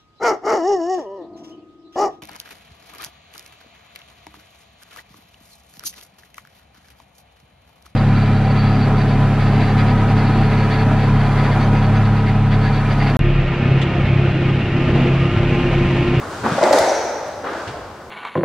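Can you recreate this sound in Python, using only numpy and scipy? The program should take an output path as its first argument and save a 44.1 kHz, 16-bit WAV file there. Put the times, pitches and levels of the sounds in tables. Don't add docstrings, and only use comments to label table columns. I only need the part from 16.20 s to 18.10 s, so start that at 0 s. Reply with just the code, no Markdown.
import sys
import numpy as np
from scipy import signal
from scipy.fft import rfft, irfft
from scipy.io import wavfile
from scipy.ndimage import uniform_filter1d

SR = 44100
rng = np.random.default_rng(int(sys.argv[2]) if len(sys.argv) > 2 else 0)


def waveform_to_disk(signal):
    frames = np.transpose(np.atleast_2d(signal))
    scaled = np.clip(frames, -1, 1) * 32767
    samples = np.round(scaled).astype(np.int16)
    wavfile.write(sys.argv[1], SR, samples)


N = 83790
T = np.arange(N) / SR
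CONTACT_S = 0.0038


def amp(db):
    return 10 ** (np.asarray(db) / 20)


def unit(x):
    return x / np.sqrt(np.mean(x ** 2) + 1e-20)


def read(points, hz):
    points_hz, values = np.transpose(points)
    return np.interp(np.log(hz + 1), np.log(points_hz + 1), values)


def add(mix, start_s, sound):
    part = mix[:, max(round(start_s * SR), 0):][:, :sound.shape[-1]]
    part += sound[..., :part.shape[1]]


def noise(colour):
    # freq_hz, level_db
    width = [(250, -21.5), (600, -15.5), (1200, -10), (5000, -4.5), (8000, -1), (13000, -4.5)]
    hz = np.fft.rfftfreq(N, 1 / SR)
    mid, side = rfft(rng.standard_normal((2, N))) * amp(read(colour, hz))
    side = side * amp(read(width, hz))
    return unit(irfft([mid + side, mid - side], N))


def pulse(colour, size=4096):
    hz = abs(np.fft.fftfreq(size, 1 / SR))
    log_gain = np.log(amp(read(colour, hz)))
    spectrum = np.exp(np.conj(signal.hilbert(log_gain)))
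    ring = np.fft.ifft(spectrum).real[:size // 2]
    return ring / np.linalg.norm(ring) * np.sqrt(SR / 100)


def wash(colour, build_s, treble_build_s=0.032):
    # freq_hz, t60_s
    court = [(100, 0.04), (300, 1.86), (1200, 2), (5000, 1.5), (8000, 1), (14000, 0.7)]
    hz, t, bands = signal.stft(noise(colour), SR, nperseg=512)
    rise_s = np.minimum(hz / 4000, 1)[:, None] * treble_build_s
    rise = 1 - np.exp(-t / (rise_s + 1e-12))
    decay = amp(-60 * t / read(court, hz)[:, None])
    _, tail = signal.istft(bands * decay * rise, SR, nperseg=512)
    return tail[:, :N] * np.minimum(T / build_s, 1)


def in_court(dry, room_db):
    tail = wash([(20, 0), (20000, 0)], build_s=0.02)
    wet = signal.fftconvolve(dry, tail / np.linalg.norm(tail[0]), axes=1)[:, :N]
    return dry + amp(room_db) * wet


def hall(air_db=-40, earlier_db=-28.5, fade_db_per_s=9):
    # freq_hz, level_db
    air = [(28, -34), (75, 4.5), (150, -5), (600, -0.5), (2700, -27.5), (5000, -25), (13000, -39)]
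    earlier = [(50, -8.5), (320, 5.5), (1450, 2), (2400, -13.5), (4000, -17.5), (8000, -23.5), (15000, -40)]
    return amp(air_db) * noise(air) + amp(earlier_db - fade_db_per_s * T) * noise(earlier)


def scuffs(grit_db=2.8):
    # start_s, length_s, level_db
    brushes = [(0.078, 0.12, -45), (0.241, 0.17, -39.5), (1.057, 0.03, -48.5), (1.29, 0.15, -49)]
    # freq_hz, level_db
    colour = [(700, -7), (3000, 2), (5000, 2), (8500, -7), (15000, -26)]
    out = np.zeros((2, N))
    for start_s, length_s, level_db in brushes:
        t = T[:round(length_s * SR)]
        grit = amp(grit_db * unit(uniform_filter1d(rng.standard_normal(N), size=90)))
        swell = np.sin(np.pi * t / length_s) ** 0.46
        add(out, start_s, amp(level_db) * swell * (noise(colour) * grit)[:, :len(t)])
    return in_court(out, room_db=4.5)


def squeaks(waver_depth=0.03):
    # start_s, length_s, pitch_hz, level_db
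    slips = [(.665, 0.06, 6250, -32.5), (.675, 0.05, 5790, -29), (.738, 0.045, 5770, -31),
             (0.68, 0.16, 6450, -39.5)]
    out = np.zeros((2, N))
    for start_s, length_s, pitch_hz, level_db in slips:
        t = T[:round(length_s * SR)]
        waver = unit(uniform_filter1d(rng.standard_normal(N), size=70))[:len(t)]
        phase = 2 * np.pi * np.cumsum(pitch_hz * (1 + waver_depth * waver)) / SR
        add(out, start_s, amp(level_db) * np.sin(np.pi * t / length_s) * np.sin(phase))
    return in_court(out, room_db=-1)


def low_thuds(rise_s=0.0075, band_ratio=1.41):
    # start_s, level_db, pitch_hz, t60_s
    thuds = [(0.064, -31, 97, 1), (.2, -29.5, 104, .6), (.232, -19.5, 229, 0.95), (0.312, -23.5, 135, 0.18),
             (.428, -18, 355, 0.2), (0.602, -35.5, 102, 0.15), (1.472, -31.5, 110, 0.22),
             (1.532, -32.5, 81, 1), (1.533, -31, 594, .45)]
    # start_s, level_db, t60_s
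    heel = (1.471, -30.5, 0.14)
    out = np.zeros((2, N))
    rise = np.minimum(T / rise_s, 1)
    for start_s, level_db, hz, t60_s in thuds:
        band = [(hz / 3, -34), (hz / band_ratio, -7), (hz, 0),
                (hz * band_ratio, -7), (hz * 3, -30), (hz * 20, -65)]
        thud = noise(band) * rise * amp(-60 * T / t60_s)
        thud /= np.sqrt(np.sum(thud[0] ** 2) / (SR * 0.028))
        add(out, start_s, amp(level_db) * thud)
    start_s, level_db, t60_s = heel
    slap = noise([(400, -17), (3000, 0), (6000, -13), (15000, -40)])
    add(out, start_s, amp(level_db - 60 * T / t60_s) * rise * slap)
    return in_court(out, room_db=-8.5)


def ticks(t60_s=0.011):
    # start_s, level_db
    arrivals = [(.5122, -36), (.5901, -23), (1.083, -44)]
    # freq_hz, level_db
    colour = [(2000, -13), (12000, 4), (16000, -10)]
    out = np.zeros((2, N))
    for start_s, level_db in arrivals:
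        add(out, start_s, amp(level_db - 60 * T / t60_s) * noise(colour))
    return out


def hollow_note(start_s=0.42, level_db=-18, build_s=0.041, t60_s=2.29):
    # freq_hz, level_db
    colour = [(490, -45), (535, 0.5), (625, 4), (700, -50)]
    out = np.zeros((2, N))
    envelope = amp(level_db - 60 * T / t60_s) * np.minimum(T / build_s, 1)
    add(out, start_s, envelope * noise(colour))
    return out


def bounces():
    # start_s, level_db
    contacts = [(.223, -19.5), (1.224, -23.5)]
    # freq_hz, level_db
    colour = [(50, -23), (340, 1), (1500, -1), (2600, -18), (3800, -20), (15000, -52)]
    out = np.zeros((2, N))
    for start_s, level_db in contacts:
        add(out, start_s, amp(level_db) * wash(colour, build_s=0.025))
    return out


def knocks(t60_s=0.075, band_ratio=1.063):
    # start_s, level_db, pitch_hz
    contacts = [(.261, -13.5, 940), (.380, -13, 780), (.424, -15, 800), (.528, -10, 810),
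                (1.266, -21, 1140)]
    out = np.zeros((2, N))
    rise = np.minimum(T / CONTACT_S, 1)
    for start_s, level_db, hz in contacts:
        band = [(hz / 2, -30), (hz / band_ratio, 0), (hz * band_ratio, 0), (hz * 2, -30), (hz * 10, -60)]
        add(out, start_s, amp(level_db - 60 * T / t60_s) * rise * noise(band))
    return out


def cracks(t60_s=0.023, snap_db=-10.5, dull_above_hz=5000):
    # start_s, level_db
    arrivals = [(0.4303, -25.5), (0.4383, -22.5), (.528, -18.5), (0.5303, -22.5), (0.5342, -19.5),
                (0.5843, -19.5), (.5875, -19.5)]
    # freq_hz, level_db
    bright = [(300, -39), (1500, 12), (2700, -1.5), (3900, 10), (6000, 7.5), (9000, -3.5), (16000, -17)]
    out = np.zeros((2, N))
    loudest_db = max(db for _, db in arrivals)
    for start_s, level_db in arrivals:
        loss_db_per_oct = loudest_db - level_db
        colour = [(hz, db - loss_db_per_oct * max(np.log2(hz / dull_above_hz), 0)) for hz, db in bright]
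        add(out, start_s, amp(level_db + snap_db) * pulse(colour))
        add(out, start_s, amp(level_db - 60 * T / t60_s) * noise(colour))
    return out


def blow(arrivals, wash_colour, tail):
    # freq_hz, level_db
    boom_colour = [(130, -36), (300, -11.5), (460, -17), (545, 2.5), (620, 3.5), (700, -9.5), (880, -7),
                   (1100, -23.5), (2000, -13.5), (3300, -52.5)]
    boom = pulse(boom_colour)
    squash = np.sin(np.pi / 2 * np.minimum(T[:len(boom)] / CONTACT_S, 1))
    out = np.zeros((2, N))
    for start_s, level_db in arrivals:
        add(out, start_s, amp(level_db) * boom * squash)
    start_s, level_db, build_s = tail
    add(out, start_s, amp(level_db) * wash(wash_colour, build_s))
    return out


def racket_stroke():
    # start_s, level_db
    arrivals = [(.379, -16), (.388, -17), (.410, -13.5), (.4265, -10.5), (.4365, -9), (.453, -15),
                (.4645, -14)]
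    # freq_hz, level_db
    colour = [(120, -43), (330, -7), (450, -14.5), (580, -3.5), (880, -5), (1100, -17), (2000, -19),
              (2700, -31), (8000, -33), (15000, -66)]
    # start_s, level_db, build_s
    tail = (.408, -14, 0.0081)
    return blow(arrivals, colour, tail)


def front_wall_hit():
    # start_s, level_db
    arrivals = [(.5085, -6.5), (.518, -16), (.530, -12.5), (.541, -13.5), (.548, -15), (.5595, -11.5),
                (.574, -12), (.594, -13), (.603, -13), (.638, -12.5), (.837, -20.5)]
    # freq_hz, level_db
    colour = [(130, -55), (300, -13.5), (560, -1.5), (880, -4.5), (1050, -18.5), (1400, -13.5), (2250, -19),
              (2900, -29.5), (3900, -22.5), (6500, -24.5), (11000, -34), (15500, -54)]
    # start_s, level_db, build_s
    tail = (.516, -13.5, 0.015)
    return blow(arrivals, colour, tail)


def scene():
    shot = racket_stroke() + front_wall_hit() + hollow_note() + cracks()
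    return shot + ticks() + bounces() + knocks() + low_thuds() + scuffs() + squeaks() + hall()


def record(dry):
    left_db, cutoff_hz = 0.32, 15850
    panned = dry * amp([[left_db], [-left_db]])
    limited = panned / (1 + panned ** 8) ** (1 / 8)
    lowpass = signal.firwin(511, cutoff_hz, window=("kaiser", 9), fs=SR)
    return signal.oaconvolve(limited, lowpass[None], "same")


dry = scene()
out = record(dry)
waveform_to_disk(out)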